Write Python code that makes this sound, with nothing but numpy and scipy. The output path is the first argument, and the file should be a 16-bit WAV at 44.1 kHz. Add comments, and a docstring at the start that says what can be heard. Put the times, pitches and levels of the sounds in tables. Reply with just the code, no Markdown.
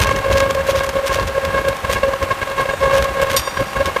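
"""The buzzing motors of a label cutting and folding machine, close up, swell in quick uneven surges.
Two motor tones beat against each other while loose metal rattles and chatters along with them.
Strokes thud and knock on the frame, cutter and folder clack, sliding parts and ribbon scrape, links tick.
Late on, a metal part pings faintly, then steel clinks on steel and rings on.
A fan rushes underneath, and a short workshop tail sits behind the hits."""
import sys
import numpy as np
from scipy import signal
from scipy.fft import rfft, irfft
from scipy.io import wavfile
from scipy.ndimage import uniform_filter1d

SR = 44100
rng = np.random.default_rng(int(sys.argv[2]) if len(sys.argv) > 2 else 0)


def transcribe(signal):
    """Save signal, clipped to [-1, 1], as a 16-bit WAV file at the path in sys.argv[1]."""
    frames = np.atleast_2d(signal).T
    limited = np.clip(frames, -1, 1)
    pcm = np.round(limited * 32767).astype(np.int16)
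    wavfile.write(sys.argv[1], SR, pcm)


N = 176400
T = np.arange(N) / SR

# Table levels are relative: each layer's gains apply on top.
# motor surges (centre [s], length [s], fundamental level [dB], overtone level [dB])
MOTOR_SURGES = [(0.008, 0.021, -21, -15.5), (0.072, 0.06, -23, -15.5), (0.093, 0.0055, -17, -6.5),
                (0.114, 0.014, -20, -10), (0.172, 0.074, -19, -17.5), (0.243, 0.038, -20.5, -20),
                (0.273, 0.051, -14.5, -20.5), (0.304, 0.0092, -9, -13), (0.318, 0.013, -9, -13),
                (0.364, 0.054, -9.5, -18), (0.435, 0.085, -12.5, -17), (0.498, 0.064, -15.5, -23),
                (0.499, 0.012, -22, -17), (0.556, 0.012, -12.5, -28), (0.59, 0.075, -14, -22.5),
                (0.697, 0.022, -10.5, -36), (0.701, 0.12, -20, -24), (0.758, 0.061, -13.5, -33),
                (0.826, 0.068, -15.5, -19), (0.885, 0.058, -18.5, -39), (0.974, 0.07, -12, -23),
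                (1.047, 0.043, -15.5, -25.5), (1.109, 0.054, -22, -16), (1.124, 0.01, -9, -28),
                (1.164, 0.016, -19.5, -20), (1.206, 0.08, -22, -19), (1.294, 0.055, -19, -28.5),
                (1.37, 0.053, -13.5, -24), (1.446, 0.07, -15.5, -24.5), (1.503, 0.027, -21, -17.5),
                (1.57, 0.083, -15.5, -16.5), (1.65, 0.015, -13, -16), (1.685, 0.046, -11, -22),
                (1.725, 0.016, -16, -16.5), (1.85, 0.017, -16, -18), (1.901, 0.018, -13, -14.5),
                (1.906, 0.071, -20, -21.5), (1.971, 0.04, -34, -16), (2.04, 0.021, -9.5, -13.5),
                (2.064, 0.064, -11.5, -24), (2.088, 0.016, -8, -32), (2.132, 0.075, -16, -31),
                (2.137, 0.011, -25, -15.5), (2.231, 0.033, -15, -19.5), (2.289, 0.071, -21.5, -27),
                (2.319, 0.025, -16, -10.5), (2.425, 0.025, -24, -13), (2.476, 0.0092, -16.5, -20),
                (2.515, 0.054, -18.5, -21.5), (2.603, 0.056, -15.5, -13.5), (2.659, 0.0096, -14.5, -23),
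                (2.7, 0.034, -18, -15.5), (2.74, 0.011, -12.5, -19), (2.847, 0.067, -7, -14),
                (2.913, 0.055, -13, -15.5), (2.973, 0.079, -7.5, -15.5), (3.046, 0.047, -15, -19),
                (3.098, 0.056, -19, -22.5), (3.178, 0.059, -15, -20), (3.225, 0.061, -11.5, -16.5),
                (3.29, 0.071, -20, -20.5), (3.354, 0.044, -13, -16), (3.481, 0.013, -18, -15),
                (3.576, 0.011, -23, -11.5), (3.611, 0.039, -11.5, -19), (3.772, 0.034, -19.5, -18),
                (3.812, 0.033, -11.5, -19), (3.877, 0.052, -19.5, -19.5), (3.967, 0.011, -15, -8.5)]
# main motor's harmonics, from the second up (level [dB])
MAIN_OVERTONES = [-2.5, -6.5, -11.5, -15, -22.5, -24.5, -27]
# second motor's harmonics, from the second up (level [dB])
SECOND_OVERTONES = [-7.5, -16, -20.5]
# tone colour of the loose metal's chatter (frequency [Hz], level [dB])
CHATTER_SPECTRUM = [(130, 3), (300, -11), (550, 9), (750, -8.5), (1080, -1), (1330, -14), (1620, -1.5),
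                    (2000, -15), (3200, -14.5), (4600, -22.5), (9000, -30), (15000, -46)]
# thuds of the moving parts (centre [s], length [s], level [dB])
STROKE_THUDS = [(0.03, 0.04, -20.5), (0.15, 0.11, -21.5), (0.327, 0.1, -23.5), (0.414, 0.11, -22),
                (0.498, 0.15, -26.5), (0.584, 0.26, -31), (0.73, 0.051, -24), (0.785, 0.077, -25),
                (0.894, 0.058, -29.5), (0.965, 0.042, -25.5), (1.19, 0.14, -26), (1.28, 0.12, -27),
                (1.478, 0.036, -21.5), (1.575, 0.12, -22.5), (1.692, 0.051, -22.5), (1.846, 0.022, -20),
                (1.894, 0.056, -28), (1.962, 0.076, -27), (2.036, 0.0097, -26), (2.09, 0.025, -23),
                (2.232, 0.039, -23), (2.614, 0.07, -31), (2.714, 0.053, -25), (2.829, 0.14, -29),
                (3.012, 0.066, -21), (3.11, 0.04, -24.5), (3.316, 0.021, -25.5), (3.612, 0.041, -21.5),
                (3.777, 0.034, -16), (3.821, 0.056, -28.5), (3.879, 0.036, -22)]
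# bassy colour of a thud (frequency [Hz], level [dB])
THUD_SPECTRUM = [(22, -42), (40, -10.5), (68, 3), (100, -5), (150, -14), (250, -13.5), (400, -17),
                 (1500, -49)]
# heavy knocks on the frame (time [s], level [dB])
FRAME_KNOCKS = [(0.003, -5.5), (0.053, -12), (0.078, -17), (0.298, -12), (0.343, -17), (0.773, -15.5),
                (1.092, -20), (1.243, -16), (2.999, -14), (3.087, -15), (3.385, -16), (3.771, -21.5)]
# low modes of the frame (frequency [Hz], level [dB], T60 [s])
FRAME_MODES = [(71, 0, .15), (98, -5, .1), (170, -11, .05)]
# clacks of the cutter and folder (time [s], body level [dB], top level [dB])
CUTTER_CLACKS = [(0.001, -14.5, -15), (0.07, -14.5, -26), (0.0927, -35, -32), (0.162, -17.5, -31),
                 (0.188, -24, -31), (0.5479, -19.5, -26), (0.865, -22, -28), (0.8915, -15, -23),
                 (1.4501, -16.5, -25), (1.6851, -17, -18.5), (3.024, -15.5, -23), (3.043, -18.5, -23),
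                 (3.2163, -18.5, -20), (3.3955, -18, -17), (3.8575, -16, -22.5)]
# short scrapes (centre [s], length [s], body level [dB], top level [dB])
SLIDE_SCRAPES = [(0.02, 0.013, -13.5, -19), (0.038, 0.018, -17.5, -25), (0.113, 0.06, -29, -39),
                 (0.33, 0.021, -19, -28), (0.376, 0.021, -20, -30), (0.404, 0.014, -21.5, -25),
                 (0.404, 0.035, -25.5, -47), (0.508, 0.012, -22, -31), (0.678, 0.018, -20.5, -25),
                 (0.707, 0.038, -23.5, -28.5), (0.762, 0.014, -19, -26), (0.783, 0.04, -22.5, -31),
                 (0.84, 0.018, -24.5, -27.5), (1.074, 0.034, -24, -28.5), (1.143, 0.055, -23.5, -30.5),
                 (1.215, 0.048, -29, -47), (1.28, 0.015, -24, -31), (1.924, 0.047, -23, -27),
                 (1.939, 0.028, -24.5, -28), (2.229, 0.01, -27, -40), (2.615, 0.012, -25, -27),
                 (2.96, 0.064, -25.5, -32), (3.231, 0.016, -24.5, -25), (3.322, 0.045, -22.5, -28.5),
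                 (3.867, 0.018, -27, -42)]
# midrange body of scrapes, clacks and ticks (frequency [Hz], level [dB])
BODY_SPECTRUM = [(300, -25), (900, 5), (2000, 4.5), (3300, 1.5), (5000, -4), (6500, -4), (9000, -19),
                 (15000, -20)]
# their bright top end (frequency [Hz], level [dB])
TOP_SPECTRUM = [(300, -44), (4500, -17), (7500, -3), (9300, 4), (10500, -6), (12000, -0.5), (15000, -6.5)]
# ringing modes of the steel part (frequency [Hz], level [dB], T60 [s])
STEEL_MODES = [(2681, -11, .3), (3612, -12, .4), (3652, -8, .9), (4707, -13, .7), (4734, -7, 1.25),
               (4818, -17, 1), (5577, -8.5, .45), (5640, -6.5, 1.2), (5689, -12, .8), (6869, -12, .45),
               (6912, -12, .9), (8390, -16, .35), (8712, -10.5, 1.1), (11410, -9, .3), (11600, -10, .35),
               (12040, -13, .3)]
# bright crack that opens the clink (frequency [Hz], level [dB])
CRACK_SPECTRUM = [(1000, -1), (2500, 0), (4500, 4), (5500, 3), (7500, -5), (8600, 2), (10300, -21),
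                  (11400, 5), (12700, -6), (15000, -11)]
# modes of the lightly touched part (frequency [Hz], level [dB])
PING_MODES = [(3677, -38), (6950, -43), (8355, -44)]
# colour of the fan's air (frequency [Hz], level [dB])
FAN_SPECTRUM = [(20, 3), (70, 3.5), (300, -2.5), (1100, 3.5), (2400, -3), (5000, -14), (8000, -17),
                (10500, -20.5), (15000, -21.5)]
# fader ride on the fan's air (time [s], level [dB])
FAN_RIDE = [(0, -30), (2.3, -29.5), (2.9, -29), (4, -28.5)]

TOP_DB = -6.5  # top-end trim on scrapes and clacks


def buzz():
    """Two motor tones beat and swell in surges; loose metal rattles with them and adds overtones."""
    main_hz, second_hz, rattle_hz, flutter_hz = 545, 533.6, 48, 70.5
    # between surges the buzz settles to an idle floor
    tone_env = np.hypot(swells(MOTOR_SURGES, column=2, edge=2.85), amp(-35))
    over_env = np.hypot(swells(MOTOR_SURGES, column=3, edge=2.85), amp(-31.5))
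    upper_env = over_env ** 0.9 * amp(-32) ** 0.1  # higher overtones swell less
    main, second = motor_phase(main_hz), motor_phase(second_hz)
    rattle = np.cos(2 * np.pi * rattle_hz * T + 2 * waver(22))
    tone = amp(-1) * tone_env * unit(1 + .2 * rattle) * np.cos(main + .25 * waver(79))
    overtones = np.zeros(N)
    for phase, levels in ((main, MAIN_OVERTONES), (second, SECOND_OVERTONES)):
        for k, db in enumerate(levels, 2):
            gain = amp(db) * (over_env if k < 4 else upper_env) * flutter(2.7, flutter_hz)
            overtones += gain * np.cos(k * phase + 2 * np.pi * rng.random() + .25 * waver(64))
    chatter_env = amp(-6) * np.hypot(over_env, 0.41 * tone_env)
    chatter = chatter_env * noise(CHATTER_SPECTRUM) * unit(1 + 0.44 * np.cos(main))
    rasp = unit(1 + .27 * rattle) * (overtones + chatter)
    return flutter(1.5, flutter_hz) * (tone + rasp)


def motor_phase(hz):
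    """A motor's running phase, with slow pitch drift and fast jitter."""
    cycles = np.cumsum(hz * (1 + .0015 * waver(6.16))) / SR
    return 2 * np.pi * (cycles + .009 * waver(105))


def thuds():
    """Each stroke shakes the frame with a dull, even-bodied rumble."""
    rumble = noise(THUD_SPECTRUM)
    levelled = unit(rumble / np.sqrt(uniform_filter1d(rumble ** 2, size=900) + 0.031))
    return swells(STROKE_THUDS, column=2, edge=1.6) * levelled * flutter(2.6, 31)


def knocks(attack_s=.006):
    """A heavy part lands and the frame booms briefly in its lowest modes."""
    out = np.zeros(N)
    for start, level_db in FRAME_KNOCKS:
        t = np.maximum(T - start, 0)
        boom = sum(amp(db - 60 * t / t60) * np.sin(2 * np.pi * hz * rng.uniform(.9, 1.1) * t)
                   for hz, db, t60 in FRAME_MODES)
        out += amp(level_db) * np.minimum(t / attack_s, 1) * boom
    return out


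def clacks(t60_s=0.031):
    """Metal meets metal and stops dead: an instant attack and a very tight decay."""
    body, top = noise(BODY_SPECTRUM), noise(TOP_SPECTRUM)
    out = np.zeros(N)
    for start, body_db, top_db in CUTTER_CLACKS:
        after = slice(int(start * SR), None)
        decay = amp(-60 * (T[after] - start) / t60_s)
        out[after] += decay * (amp(body_db) * body[after] + amp(top_db + TOP_DB) * top[after])
    return out


def scrapes(slips_per_s=260):
    """Sliding parts and ribbon catch and slip: short, gritty scrapes made of crowded ticks."""
    slips = tails(rng.random(N) < slips_per_s / SR, decay_s=0.0009)
    body = amp(1) * swells(SLIDE_SCRAPES, column=2, edge=2.16) * noise(BODY_SPECTRUM)
    top = amp(TOP_DB) * swells(SLIDE_SCRAPES, column=3, edge=6.2) * noise(TOP_SPECTRUM)
    return (body + top) * flutter(-2.5, 500) * unit(1 + 2.6 * slips)


def clink(start_s=3.364, beat_hz=8.9, bite_t60_s=.13, crack_t60_s=.1):
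    """Steel strikes steel: a crack, a loud bite that soon dies, then modes beating with their twins."""
    t = np.maximum(T - start_s, 0)
    ring = np.zeros(N)
    for hz, db, t60 in STEEL_MODES:
        shimmer = amp(db - 60 * t / t60) * flutter(2, 81)
        ring += shimmer * np.sin(2 * np.pi * (hz * t + rng.random()) + .25 * waver(64))
    beating = 1 + .45 * np.cos(2 * np.pi * beat_hz * t)
    bite = 1 + amp(6.5 - 60 * t / bite_t60_s)
    crack = noise(CRACK_SPECTRUM) * amp(14 - 60 * t / crack_t60_s)
    attack = np.minimum(t / 0.00084, 1)
    return amp(-24.5) * attack * (ring * beating * bite + crack)


def ping(start_s=2.706, t60_s=.7):
    """A lightly touched metal part rings faintly."""
    t = np.maximum(T - start_s, 0)
    return sum(amp(db - 60 * t / t60_s) * np.sin(2 * np.pi * hz * t) for hz, db in PING_MODES)


def ticks(ticks_per_s=26):
    """Small links tick at random behind the louder strokes."""
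    accents = amp(3.5 * np.minimum(rng.exponential(1, N), 3))
    triggers = rng.random(N) < ticks_per_s / SR
    envelope = tails(accents * triggers, decay_s=0.0018)
    return amp(-36) * envelope * (noise(BODY_SPECTRUM) + 0.36 * noise(TOP_SPECTRUM))


def fan(blade_hz=790.5):
    """A steady bed of rushing air with a faint blade tone."""
    rush = amp(np.interp(T, *np.transpose(FAN_RIDE))) * noise(FAN_SPECTRUM) * flutter(0.93, 82)
    blade = unit(np.cos(2 * np.pi * blade_hz * T + .5 * waver(5.5)))
    return rush + amp(-42) * blade


def room(x, t60_s=0.21, predelay_s=.005):
    """A short, diffuse workshop tail."""
    t = T[:SR // 2]
    tail = rng.standard_normal(len(t)) * amp(-60 * t / t60_s) * (t > predelay_s)
    return signal.fftconvolve(x, tail / np.linalg.norm(tail))[:N]


def amp(db):
    """Decibels to gain."""
    return 10 ** (np.asarray(db) / 20)


def unit(x):
    """Scales to an rms of one."""
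    return x / np.sqrt(np.mean(x ** 2) + 1e-20)


def noise(spectrum):
    """Noise of rms one, coloured by the given spectrum."""
    hz, db = np.transpose(spectrum)
    f = np.fft.rfftfreq(N, 1 / SR)
    eq = amp(np.interp(np.log(f + 1), np.log(hz), db)) * f / (f + 10)
    return unit(irfft(rfft(rng.standard_normal(N)) * eq, N))


def waver(rate_hz):
    """Smooth random motion of rms one, rolling off around the given rate."""
    f = np.fft.rfftfreq(N, 1 / SR)
    return unit(irfft(rfft(rng.standard_normal(N)) * np.exp(-(f / rate_hz) ** 2), N))


def flutter(depth_db, rate_hz):
    """A random tremolo of mean power one."""
    return unit(amp(depth_db * waver(rate_hz)))


def swells(table, column, edge):
    """Envelope of swells at the levels in the given column; a higher edge makes them squarer."""
    power = np.zeros(N)
    for row in table:
        centre, length = row[:2]
        near = slice(max(int((centre - 2 * length) * SR), 0), int((centre + 2 * length) * SR))
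        power[near] += amp(row[column]) ** 2 * np.exp(-2 * abs(2 * (T[near] - centre) / length) ** edge)
    return np.sqrt(power)


def tails(triggers, decay_s):
    """Gives each trigger an exponential release."""
    return signal.lfilter([1], [1, -np.exp(-1 / (decay_s * SR))], 1. * triggers)


def scene():
    """The mix: dry motors up front, hits with a touch of room, the fan underneath."""
    hits = thuds() + knocks() + scrapes() + clacks() + ticks() + clink() + ping()
    return (buzz() + hits + amp(-19.5) * room(hits) + fan())[None]


def record(dry):
    """The microphone drops the deepest bass, soft overload rounds the peaks, a high cut trims the air."""
    low_cut_hz, high_cut_hz, ceiling = 35, 15080, .64
    trimmed = signal.sosfilt(signal.butter(2, low_cut_hz, "high", fs=SR, output="sos"), dry)
    rounded = trimmed / (1 + (trimmed / ceiling) ** 6) ** (1 / 6)
    high_cut = signal.firwin(401, high_cut_hz, window=("kaiser", 9), fs=SR)
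    return signal.oaconvolve(rounded, high_cut[None], "same")


dry = scene()
out = record(dry)
transcribe(out)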